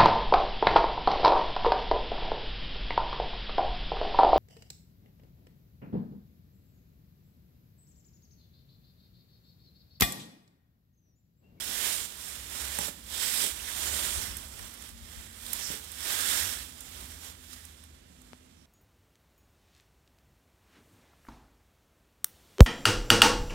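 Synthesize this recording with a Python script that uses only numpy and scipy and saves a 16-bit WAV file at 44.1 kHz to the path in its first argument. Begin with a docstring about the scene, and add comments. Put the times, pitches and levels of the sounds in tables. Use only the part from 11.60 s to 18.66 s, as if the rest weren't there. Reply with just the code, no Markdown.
"""Bamboo leaves in gusts of wind

Gusts push bamboo leaves across each other beside a hand-held phone, nearest its right port.
Stick-slip friction makes the hiss; single blades swish, leaf tips flick and stems knock and ring.
Turbulence rumbles and puffs on the ports, and the case is tapped once.
A faint far-off motor hums under the garden air."""
import sys
import numpy as np
from scipy import signal
from scipy.fft import rfft, irfft, next_fast_len
from scipy.io import wavfile
from scipy.ndimage import map_coordinates

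SR = 44100
rng = np.random.default_rng(int(sys.argv[2]) if len(sys.argv) > 2 else 0)


def to_wav(s):
    """Save 16-bit WAV."""
    ch = np.atleast_2d(s).T  # columns
    pcm = np.round(np.clip(ch, -1, 1) * 32767)  # PCM
    wavfile.write(sys.argv[1], SR, pcm.astype(np.int16))


N = 311257
T = np.arange(N) / SR


def leaves(left_lift_db=6):
    """Stick-slip friction: dense slips between blades merge into a fluttering hiss with sparse crackle."""
    # blade resonances: (frequency [Hz], bandwidth [Hz], relative level [dB])
    blade_modes = [(1888, 560, -15), (3383, 1040, -18.5), (5373, 330, -14.5), (7290, 550, -15.5),
                   (8820, 1150, -14.5)]
    level_db, body_db = gusts()
    flutter = undb(0.7 * walk(25.195) + 0.68 * walk(170))
    # in the lulls single slips stand out of the hiss
    crackle_db = -14.5 - 0.21 * (np.maximum(level_db, -52) + 43)
    crackle = undb(crackle_db) * band(slips(260, 2.2), 5800, "high", order=1)
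    direct, scattered = (slips(16000, 1.87) + crackle for _ in range(2))
    for hz, width, db in blade_modes:
        strength = undb(db + 3.15 * walk(9))  # modes come and go as the blades bend
        direct = direct + strength * bend(resonance(rng.standard_normal(N), hz, width), hz)
    pair = at_ports(flutter * direct, flutter * scattered)
    # barely moving blades lose their top octave
    dull = np.clip((-50.5 - level_db) / 14, 0, 1)
    pair = pair + dull * (band(pair, 11400, "low", order=1) - pair)
    body, hiss = band(pair, 1487, "low", order=3), band(pair, 2550, "high", order=3)
    body_gain = undb(np.minimum(body_db, -8) + 11)
    pair = (hiss + body * body_gain) / np.std(hiss.mean(0)) * undb(level_db - 0.06)
    pair[0] *= undb(left_lift_db)
    return pair


def gusts(shape=1.83):
    """Incoherent sources add in power: gives the rustle's level and power-weighted low-mid body in dB."""
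    # leaves stirring between gusts: (time [s], level [dB], relative body [dB])
    stir = [(0, -39.5, -13.5), (.5, -47.5, -11), (1.38, -52.5, -10.5), (2, -50, -11), (2.8, -51.5, 3),
            (3.4, -56, -11.5), (3.75, -54, -9.5), (4.3, -47, -11.5), (5.1, -53, -7), (6.25, -58.5, -10),
            (6.45, -65.5, -6), (6.62, -62, -7), (6.8, -66, -5), (7.06, -67.5, -4.5)]
    # one spray swept across another: (peak time [s], level [dB], rise [s], fall [s], relative body [dB])
    sweeps = [(0.29, -32.5, 0.21, 0.16, -13.5), (0.64, -44.5, .08, 0.22, -12.5),
              (1.02, -39, 0.13, 0.16, -10), (1.24, -35.5, 0.14, 0.063, -11.5),
              (1.62, -33.5, 0.097, 0.2, -13.5), (1.82, -31.5, 0.13, 0.083, -16),
              (2.38, -33.5, 0.34, 0.3, -11.5), (3.0, -49, .07, 0.15, -9), (3.25, -50, 0.078, 0.083, -10),
              (3.57, -52, 0.15, 0.14, -8), (3.96, -40.5, .13, 0.15, -12), (4.13, -39, 0.095, 0.057, -13.5),
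              (4.52, -33.5, 0.1, .12, -11.5), (4.751, -31, 0.23, 0.21, -14), (5.42, -49, 0.2, 0.2, -10),
              (5.66, -47, 0.052, 0.062, -9.5), (5.93, -53.5, 0.15, .2, -13.5)]
    stir_db, stir_body_db = curves(stir)
    power = undb(stir_db) ** 2
    body = power * stir_body_db
    for s, db, rise, fall, body_db in sweeps:
        away = np.maximum((s - T) / rise, (T - s) / fall)
        sweep = (undb(db) * np.exp(-away ** shape)) ** 2  # a shape of 2 is Gaussian
        power, body = power + sweep, body + sweep * body_db
    return 10 * np.log10(power), body / power


def slips(per_s, spread_db):
    """Shot noise: tiny stick-slip clicks at random moments, most faint and a few strong."""
    strength = undb(spread_db * np.minimum(rng.exponential(size=N), 6))
    return unit((rng.random(N) < per_s / SR) * strength * rng.choice([-1, 1], N))


def bend(x, hz, swing=.03):
    """Frequency modulation: a bending blade slides its resonance up and down by a few percent."""
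    analytic = signal.hilbert(x, next_fast_len(N))[:N]
    phase = 2 * np.pi * np.cumsum(swing * hz * walk(5)) / SR
    return np.real(analytic * np.exp(1j * phase))


def swishes(left_db=-16):
    """Friction-driven resonance: one blade drawn along another swells and fades with a hollow tone."""
    # strokes: (time [s], half length [s], frequency [Hz], nominal bandwidth [Hz], relative level [dB])
    strokes = [(0.245, 0.11, 2050, 700, -46.5), (.35, 0.08, 9100, 1200, -41.5),
               (1.016, 0.092, 8550, 900, -45.5), (1.743, 0.16, 1900, 700, -46),
               (2.003, 0.017, 2740, 500, -49), (2.087, 0.024, 1820, 500, -45.5),
               (2.413, 0.28, 8400, 1100, -41.5), (3.867, .003, 3620, 900, -38),
               (4.05, 0.052, 5580, 900, -40.5), (4.057, 0.04, 7400, 900, -43),
               (4.684, 0.22, 1620, 560, -41), (4.6, 0.16, 3550, 450, -46.5), (4.73, 0.14, 7200, 902, -44),
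               (5.935, 0.0092, 5460, 3800, -47)]
    out = np.zeros(N)
    for s, length, hz, width, db in strokes:
        stage_width = 1.36 * width  # two stages in series narrow the peak
        voice = resonance(resonance(rng.standard_normal(N), hz, stage_width), hz, stage_width)
        out += undb(db + 4.5) * np.exp(-((T - s) / length) ** 2) * voice
    return np.array([undb(left_db) * late(out), out])


def flicks(rise_s=.0018, tail_s=0.03, tail_db=-16, gain_db=-3.0, ring_db=-5, left_db=-22):
    """Elastic release: a caught leaf tip lets go; a burst of slips rings the blade, with a papery tail."""
    # tip releases: (time [s], relative level [dB], relative body [dB], resonance [Hz])
    releases = [(1.1867, -21.5, -12.5, 8700), (1.2694, -30.5, -21, 8980), (1.2824, -31, -12, 8580),
                (2.7676, -27, -29, 12400), (2.9921, -35, -5, 9300), (3.1383, -37, -15, 9510),
                (3.2216, -37, -15, 7820), (3.2894, -38, -10, 9080), (3.8631, -31, -14, 8510),
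                (3.931, -18.5, -21, 12130), (4.3166, -31.5, -33, 9860), (5.2056, -32, -33, 9400),
                (5.9299, -37, -12, 7360), (6.0506, -38, -21.5, 8170), (6.2362, -43, -9, 9850),
                (6.6159, -45.5, -17, 8320)]
    out = np.zeros((2, N))
    t = T[:SR // 10]
    envelope = t / rise_s * np.exp(1 - t / rise_s) + undb(tail_db) * np.exp(-t / tail_s)
    for s, db, body_db, hz in releases:
        burst = rng.standard_normal((2, len(t)))
        snap = unit(band(burst, [6800, 14000], "band")) + undb(ring_db) * resonance(burst, hz, 700)
        body = undb(body_db + 8) * unit(band(burst, [900, 4200], "band"))
        sound = unit(snap + body) * envelope * undb(db + gain_db + np.array([[left_db], [0]]))
        for port, heard in zip(out, sound):
            add(port, s, heard)
    return out


def knocks(rattle_s=0.028, rattle_db=-21, left_db=-4, width_share=0.55):
    """Modal ringing: one stem bumps another and chatters briefly; the spot struck favours some modes."""
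    # stem modes: (frequency [Hz], relative level [dB], time to decay by 60 dB [s])
    stem_modes = [(135, -14, 0.053), (192, 0, 0.07), (246, -8, 0.056), (297, 0, 0.076), (436, -1, 0.082),
                  (577, 3, 0.04), (844, 5.5, 0.036), (950, 5, 0.022)]
    # stem impacts: (time [s], peak level [dB], favoured frequency [Hz])
    impacts = [(0.092, -37.5, 306), (1.187, -24.5, 890), (1.19, -32.5, 204), (1.282, -29, 640),
               (1.291, -39.5, 180), (1.84, -29, 432), (2.993, -38, 1100), (4.103, -29, 244),
               (4.137, -35, 329)]
    out, t = np.zeros(N), T[:SR // 4]
    ring = sum(undb(db) * np.sin(2 * np.pi * hz * t) * np.exp(-np.log(1000) * t / t60)
               for hz, db, t60 in stem_modes)
    for s, db, hz in impacts:
        force = undb(rattle_db) * rng.standard_normal(len(t)) * np.exp(-t / rattle_s)
        force *= rng.random(len(t)) < .1  # intermittent contact
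        force[0] = 1  # the first blow
        sound = resonance(signal.fftconvolve(force, ring)[:len(t)], hz, width_share * hz)
        add(out, s, undb(db) * sound / np.abs(sound).max())
    return np.array([undb(left_db) * late(out), out])


def wind(own_db=-10):
    """Turbulent pressure: a rumble shared by both ports, a little of each one's own, eddies on the left."""
    # strength of the rumble: (time [s], relative level [dB])
    rumble_levels = [(0, -55), (.6, -67), (.86, -54.5), (1.25, -60), (1.45, -58), (1.72, -63), (1.85, -56),
                     (2.05, -58), (2.7, -52), (3.05, -61.5), (3.95, -57.5), (4.28, -61), (4.65, -62),
                     (4.87, -53), (5.2, -62), (5.42, -54.5), (5.9, -63.5), (7.06, -69)]
    # eddies striking the left port: (time [s], relative level [dB], half length [s])
    puffs = [(0.414, -46, 0.015), (2.578, -31, 0.011), (2.70, -40, 0.023), (3.021, -46.5, 0.05),
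             (3.336, -47, 0.036), (3.43, -47, 0.027), (3.586, -39, .025)]
    # turbulence spectrum: (frequency [Hz], relative level [dB])
    spectrum = [(15, -46), (30, -17), (54, 3.0), (70, -0.5), (95, -3.5), (130, -17.5), (250, -12.5),
                (900, -48)]
    level_db, = curves(rumble_levels)
    noise = rng.standard_normal(N) + undb(own_db) * rng.standard_normal((2, N))
    rumble = unit(colour(noise, spectrum)) * undb(level_db + 4.0)
    eddies = sum(undb(db) * np.exp(-((T - s) / length) ** 2) for s, db, length in puffs)
    rumble[0] += 0.86 * eddies * unit(band(rng.standard_normal(N), [36, 75], "band"))
    return band(rumble, 32, "high", order=3)


def case_tap(at_s=6.7328, decay_s=0.0002, left_db=-26, right_db=-44):
    """Impulsive contact: one small dry tap on the case near the left port."""
    out = np.zeros(N)
    add(out, at_s, np.exp(-T[:SR // 100] / decay_s))
    out = band(out, [60, 5500], "band")
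    return undb([[left_db], [right_db]]) * out / out.max()


def motor(drone_ratio=0.309):
    """Rotational tones: one speed sets the pitch of both the far motor's hum and its low drone."""
    # hum, speeding up and then holding: (time [s], pitch [Hz], relative level [dB])
    run = [(0, 220, -71), (2.5, 227, -67.5), (3.8, 236, -62), (4.5, 245.6, -67), (5.2, 252.9, -65.5),
           (7.06, 252.3, -66.5)]
    # strength of the drone: (time [s], relative level [dB])
    drone_levels = [(0, -66), (.75, -59), (1, -51), (1.35, -57), (2.02, -60), (2.22, -48.5), (2.75, -48),
                    (3.1, -65), (4.2, -63), (4.6, -52.5), (5.0, -53.5), (5.2, -60), (5.65, -52.5),
                    (5.9, -57), (6.33, -55), (6.5, -64), (7.06, -68)]
    hz, hum_db = curves(run)
    drone_db, = curves(drone_levels)
    return (hum(hz, hum_db, waver_db=2.5, drift=0.01, rough_db=2.5)
            + hum(drone_ratio * hz, drone_db, waver_db=1.5, drift=0.0256, rough_db=3.0))


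def hum(hz, db, waver_db, drift, rough_db):
    """Random modulation: a distant tone wavers in pitch and strength on the way."""
    phase = 2 * np.pi * np.cumsum(hz * (1 + drift * walk(7))) / SR
    return np.sqrt(2) * np.sin(phase) * undb(db - 1.5 + waver_db * walk(7.4) + rough_db * walk(30))


def air(level_db=-63):
    """Ambient noise: an even outdoor background, partly coherent between the ports, weaker on the left."""
    # still garden air: (frequency [Hz], relative spectral density [dB])
    spectrum = [(100, -3.5), (180, -0.5), (300, -8), (600, -13.5), (1500, -20.5), (3400, -17.5),
                (5000, -22.5), (9300, -27), (11000, -32), (12500, -31), (15000, -42)]
    right, own = rng.standard_normal((2, N))
    left = 0.45 * band(late(right), 870, "low", order=1) + 0.18 * own
    pair = band(colour(np.array([left, right]), spectrum), 102, "high")
    return pair / np.std(pair.mean(0)) * undb(level_db + 0.41 * walk(3.14))


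def at_ports(direct, scattered, shared_below_hz=1700):
    """Acoustic shadow: the left port shares the lows with the right; its treble comes by other paths."""
    # colour of the leaves at the near (right) port: (frequency [Hz], gain [dB])
    near_response = [(100, -14.5), (350, -8), (1150, -6.5), (1600, -4), (2550, -5), (3450, -1),
                     (4300, -5.5), (6200, -6), (7300, -3), (9900, -2.5), (11100, -12), (12400, -1.5),
                     (13500, -7.5), (15600, -13)]
    # colour of the leaves at the shaded (left) port: (frequency [Hz], gain [dB])
    far_response = [(100, -31.5), (350, -18), (1500, -21), (5800, -20), (6800, -24), (7400, -43),
                    (8200, -30.5), (15500, -29)]
    left = band(late(direct), shared_below_hz, "low", order=1) * 0.34 + band(scattered, 380, "high", order=1)
    return np.array([colour(left, far_response), colour(direct, near_response)])


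def late(x, lag_s=0.000427):
    """Propagation delay: the extra travel time to the left port."""
    return np.interp(T - lag_s, T, x, left=0)


def resonance(x, hz, width):
    """Second-order resonator: one peak, scaled to rms 1."""
    return unit(signal.lfilter(*signal.iirpeak(hz, hz / width, fs=SR), x))


def colour(x, points):
    """Minimum-phase filter through (frequency [Hz], gain [dB]) points, built from the folded cepstrum."""
    hz, db = np.transpose(points)
    size = next_fast_len(N + 8192) // 2 * 2
    f = np.maximum(np.arange(size // 2 + 1) * SR / size, 1)
    gain = undb(np.interp(np.log(f), np.log(hz), db))
    cepstrum = irfft(np.log(gain))
    cepstrum[1:size // 2] *= 2
    cepstrum[size // 2 + 1:] = 0
    return irfft(rfft(x, size) * np.exp(rfft(cepstrum)))[..., :N]


def band(x, hz, kind, order=2):
    """Butterworth filter."""
    return signal.sosfilt(signal.butter(order, hz, kind, fs=SR, output="sos"), x)


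def walk(rate):
    """Interpolated noise with rate new values a second and a spread near 1."""
    return map_coordinates(rng.standard_normal(4096), [T * rate], order=1, mode="wrap") * np.sqrt(3 / 2)


def curves(table):
    """Linear interpolation of each column of a timed table, sample by sample."""
    s, *columns = np.transpose(table)
    return [np.interp(T, s, c) for c in columns]


def add(track, s, sound):
    """Superpose a short sound at time s."""
    i = int(s * SR)
    track[i:i + len(sound)] += sound[:N - i]


def undb(db):
    """Decibels to amplitude ratio."""
    return 10 ** (np.asarray(db) / 20)


def unit(x):
    """Normalise to rms 1."""
    return x / np.sqrt(np.mean(x ** 2))


def scene():
    """Superposition: leaves and stems up close, wind and a tap at the ports, a far motor and air behind."""
    return leaves() + swishes() + flicks() + knocks() + wind() + case_tap() + motor() + air()


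def record(dry, top_hz=15800):
    """Band limiting: the phone's low-pass filter cuts the top steeply."""
    return signal.sosfilt(signal.ellip(12, .2, 80, top_hz, fs=SR, output="sos"), dry)


dry = scene()
out = record(dry)
to_wav(out)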